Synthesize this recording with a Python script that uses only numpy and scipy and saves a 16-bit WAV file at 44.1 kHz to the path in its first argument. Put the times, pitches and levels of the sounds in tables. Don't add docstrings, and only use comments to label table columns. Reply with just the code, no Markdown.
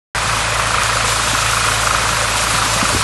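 import sys
import numpy as np
from scipy import signal
from scipy.io import wavfile
from scipy.ndimage import uniform_filter1d

SR = 44100
rng = np.random.default_rng(int(sys.argv[2]) if len(sys.argv) > 2 else 0)


def persist_wave(psi):
    counts = np.round(np.clip(psi, -1, 1) * 32767).astype(np.int16)
    wavfile.write(sys.argv[1], SR, np.atleast_2d(counts).T)


def to_linear_factor(level_db):
    exponent = np.asarray(level_db, float) / 20
    return 10 ** exponent


N = 133623
T = np.arange(N) / SR


def rms_one(x):
    return x / np.sqrt(np.mean(x ** 2) + 1e-20)


def in_time(rows):
    s, *columns = np.transpose(rows)
    return [np.interp(T, s, column) for column in columns]


def drift(rate_hz):
    r = np.exp(-80 * np.pi * rate_hz / SR)
    slow = signal.lfilter([1], [1, -2 * r, r * r], rng.standard_normal(N // 40 + 2002))
    slow = slow[2000:]
    return np.interp(np.arange(N) / 40, np.arange(len(slow)), rms_one(slow - slow.mean()))


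def resonance(x, hz, width_hz):
    r = np.exp(-np.pi * width_hz / SR)
    poles = [1, -2 * r * np.cos(2 * np.pi * hz / SR), r * r]
    return signal.lfilter([(1 - r * r) / 2, 0, (r * r - 1) / 2], poles, x + 1e-18)


def double_resonance(x, hz, width_hz, widening=2):
    return resonance(resonance(x, hz, width_hz), hz, width_hz * widening)


def band_pass(x, order, low_hz, high_hz):
    return signal.sosfilt(signal.butter(order, [low_hz, high_hz], "band", fs=SR, output="sos"), x)


def banded(sources, spectrum, first_hz, count, shared_db, own_db):
    out, together = 0, drift(6)
    edges_hz = first_hz * 2 ** (np.arange(count + 1) / 3)
    hz, db = np.transpose(spectrum)
    for k, (low_hz, high_hz) in enumerate(zip(edges_hz, edges_hz[1:])):
        band = band_pass(sources[k % 2], 2, low_hz, high_hz)
        level_db = np.interp(np.log(low_hz * high_hz) / 2, np.log(hz), db)
        out = out + to_linear_factor(level_db + shared_db * together + own_db * drift(27)) * band
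    return rms_one(out)


def exhaust():
    orders = [
        (1, -30, .7),
        (1.5, -54, 3.0),
        (2, -30, 1.4),
        (2.5, -43, 3.0),
        (3, -46, 3.0),
        (3.5, -51, 3.0),
    ]
    firing_hz, wander_hz = 55.7, 0.067
    pipe_spread_cycles = 0.273
    puff_hz, puff_width_hz, puff_db, weak_puff_db = 270, 440, -50.5, 4.5

    cycles = np.cumsum(firing_hz + wander_hz * drift(8.7)) / SR
    hum = 0
    for order, level_db, wobble_db in orders:
        phase_cycles = order * cycles - pipe_spread_cycles * order * order
        gain = np.sqrt(2) * to_linear_factor(level_db + wobble_db * drift(11))
        hum = hum + gain * np.cos(2 * np.pi * phase_cycles)

    count = np.floor(cycles)
    fired = np.diff(count, prepend=0) * to_linear_factor(weak_puff_db * (count % 2) + 9.0 * drift(30))
    puff = double_resonance(fired, puff_hz, puff_width_hz)
    return hum + to_linear_factor(puff_db) * rms_one(puff)


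def cutter():
    # time_s, lead over steady turning in blade passes, bite_db
    disc = [(.15, 0.11, -3), (.3, 0.081, -2), (.45, 0.12, -6.5), (.6, 0.07, 0), (.75, 0.15, -0.5),
            (.95, 0.11, -0.5), (1.15, 0.093, -2), (1.35, 0.033, -1), (1.6, 0.13, 0.5), (1.8, 0.18, -2.5),
            (1.95, 0.13, -0.5), (2.1, 0.31, 0.5), (2.25, 0.16, -1.5), (2.4, 0.29, -2.5), (2.55, .19, 0.5),
            (2.7, 0.15, -2.5), (2.85, 0.047, -1), (3.03, -0.11, -10)]
    # offset_ms, level_db
    contacts = [
        (-10, -13),
        (-6.5, -8),
        (-3.8, -5),
        (-2, 0),
        (.5, -8),
        (4, -11),
        (8, -11),
        (13, -14),
    ]
    # mode_hz, width_hz, level_db
    deck_modes = [(1062, 122, -5), (1297, 185, 4.5), (1530, 480, -3.5), (1960, 350, -13), (2526, 260, -4.5),
                  (3430, 1100, -10)]
    blade_hz, knock_db = 26.6, -22.5
    knock_spread_db, touch_spread_db, knock_jitter_ms = 1.3, 2.2, .8

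    lead, bite_db = in_time(disc)
    at_s = np.interp(np.arange(3, 82), blade_hz * T + lead, T)
    pass_db = rng.standard_normal(len(at_s)) * knock_spread_db + np.interp(at_s, T, bite_db)

    offset_ms, contact_db = np.transpose(contacts)
    jitter_ms = knock_jitter_ms * rng.standard_normal((len(at_s), len(offset_ms)))
    hit_s = at_s[:, None] + (offset_ms + jitter_ms) / 1000
    touch_db = touch_spread_db * np.clip(rng.standard_normal(hit_s.shape), -2, 1)
    size_db = pass_db[:, None] + contact_db + touch_db

    out = 0
    for k, (mode_hz, width_hz, level_db) in enumerate(deck_modes):
        clicks = np.zeros(N + SR)
        mode_db = size_db + 0.65 * rng.standard_normal(hit_s.shape)
        np.add.at(clicks, (hit_s * SR).astype(int), to_linear_factor(mode_db) / width_hz)
        ring = double_resonance(clicks, mode_hz, width_hz, 2.9)[:N]
        out = out + (-1) ** k * to_linear_factor(level_db) * ring
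    return to_linear_factor(knock_db) * rms_one(out)


def machinery():
    # spectrum_hz, level_db per Hz
    roar_spectrum = [(40, -9), (90, -6.5), (190, -10), (340, -17), (600, -6.5), (1200, -3), (2100, -6),
                     (4000, -19)]
    # ring_hz, width_hz, level_db
    housings = [(496, 64, -41), (595, 62, -37), (992, 90, -35), (2075, 34, -54), (2482, 83, -37)]
    roar_db = -20

    roar = banded(rng.standard_normal((2, N)), roar_spectrum, 31.4, count=22, shared_db=0.48, own_db=1.1)
    rings = 0
    for ring_hz, width_hz, level_db in housings:
        ring = resonance(resonance(rng.standard_normal(N), ring_hz, width_hz), ring_hz, width_hz)
        rings = rings + to_linear_factor(level_db + 3.9 * drift(34)) * rms_one(ring)
    return to_linear_factor(roar_db) * roar + rings


def leaves():
    # time_s, level_db
    thrash_curve = [(0.16, -26), (0.39, -24.5), (0.77, -25), (0.85, -22.5), (1.05, -24.5), (1.09, -20.5),
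                    (1.19, -22.5), (1.76, -21.5), (1.93, -23.5), (2.36, -22.5), (2.39, -20), (2.46, -23.5),
                    (2.49, -21), (2.73, -22), (2.74, -19.5), (2.82, -22.5), (3.01, -21), (3.03, -22)]
    # spectrum_hz, level_db per Hz
    leaf_spectrum = [(2200, -9), (3300, -2), (5000, -4), (8000, -4.5), (10000, -7), (11500, -11.5),
                     (12500, -12)]
    crackle_per_s, crackle_db, swell_db = 3500, -2, .25

    level_db, = in_time(thrash_curve)
    sizes = to_linear_factor(2.4 * np.minimum(rng.exponential(1, (2, N)), 5)) * rng.choice([-1, 1], (2, N))
    born = rng.random((2, N)) < crackle_per_s * to_linear_factor(2.5 * drift(25)) / SR
    source = rng.standard_normal((2, N)) + to_linear_factor(crackle_db) * rms_one(sizes * born)
    rustle = banded(source, leaf_spectrum, 2040, count=8, shared_db=swell_db, own_db=0.98)
    return to_linear_factor(level_db + 1.5) * rustle


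def stalks():
    # start_s, peak_db, pitch_hz, t60_s
    falls = [(.24, -18.5, 80.5, 0.073), (1.333, -19.5, 267, 0.042), (2.13, -22.5, 140, .08),
             (2.432, -26.5, 170, 0.077), (2.54, -21.5, 153, 0.084), (2.66, -22.5, 246, 0.041),
             (2.76, -18.5, 165, 0.065), (2.826, -13, 270, .04), (2.83, -18, 204, 0.048),
             (2.932, -15.5, 116, .08), (2.946, -15, 280, 0.032), (2.959, -14, 98, 0.097)]
    out = np.zeros(N)
    edge = rms_one(resonance(rng.standard_normal(N), 380, 350))
    for start_s, peak_db, pitch_hz, t60_s in falls:
        t = np.maximum(T - start_s, 0)
        push = 1 - np.exp(-t * pitch_hz * 4.6)
        ring = np.sin(2 * np.pi * pitch_hz * t) * 2 + 0.58 * edge
        out -= to_linear_factor(peak_db - 60 * t / t60_s) * push * ring
    return out


def snaps():
    # start_s, peak_db
    snap_events = [
        (0.834, -6.5),
        (2.738, -14),
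    ]
    t60_s, low_hz, high_hz = 0.015, 3000, 10500
    shape = 0
    for start_s, peak_db in snap_events:
        decay_db = 60 * np.maximum(T - start_s, 0) / t60_s
        shape = shape + to_linear_factor(peak_db - 1 - decay_db) * (T >= start_s)
    return shape * band_pass(rng.standard_normal(N), 2, low_hz, high_hz)


def tumble():
    tumble_hz, width_hz, start_db, rise_db_per_s = 227, 298, -48.5, 4
    noise = double_resonance(rng.standard_normal(N), tumble_hz, width_hz)
    return to_linear_factor(start_db + rise_db_per_s * T + 3.8 * drift(10)) * rms_one(noise)


def flecks():
    # center_s, low_hz, high_hz, level_db
    patches = [
        (.952, 6340, 7550, -34.5),
        (1.138, 6500, 8750, -27),
        (1.254, 5600, 6900, -33),
        (2.717, 5630, 6900, -34),
        (2.717, 8300, 10000, -32),
    ]
    fleck_s = .046
    out = 0
    for center_s, low_hz, high_hz, level_db in patches:
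        hiss = rms_one(band_pass(rng.standard_normal(N), 8, low_hz, high_hz))
        window = np.sin(np.pi * np.clip((T - center_s) / fleck_s + .5, 0, 1))
        out = out + to_linear_factor(level_db) * hiss * window
    return out


def scene():
    mid = cutter() + exhaust() + machinery() + leaves() + stalks() + snaps() + tumble()
    return mid + flecks() * np.array([[1], [-1]])


def mute_faint_treble(x):
    # band_hz, threshold_db re band mean
    thresholds = [(2500, -13), (5000, -8), (8000, -6.5), (10000, -5), (11300, -3.8), (11780, -1),
                  (12050, 7)]
    top_hz = 12040
    hz, _, z = signal.stft(x, SR, "cosine", nperseg=2048, noverlap=1024)
    power = uniform_filter1d(np.abs(z.mean(axis=0)) ** 2, size=4, axis=0)
    patch_db = 10 * np.log10(power / power.mean(axis=1, keepdims=True) + 1e-20)
    threshold_db = np.interp(hz, *np.transpose(thresholds), left=-200)
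    over_db = patch_db - threshold_db[:, None]
    gate = np.clip(.5 + over_db / 2, .02, 1) * (hz < top_hz)[:, None]
    return signal.istft(z * gate, SR, "cosine", nperseg=2048, noverlap=1024)[1][:, :N]


def low_pass(x):
    return signal.sosfilt(signal.butter(12, 12240, fs=SR, output="sos"), x)


def record(dry):
    start_s = .148
    x = signal.sosfilt(signal.butter(2, 35, "high", fs=SR, output="sos"), dry)
    x = np.tanh(x / 1.1) * 1.1
    mix = mute_faint_treble(x) * (T >= start_s)
    return low_pass(mix)


dry = scene()
out = record(dry)
persist_wave(out)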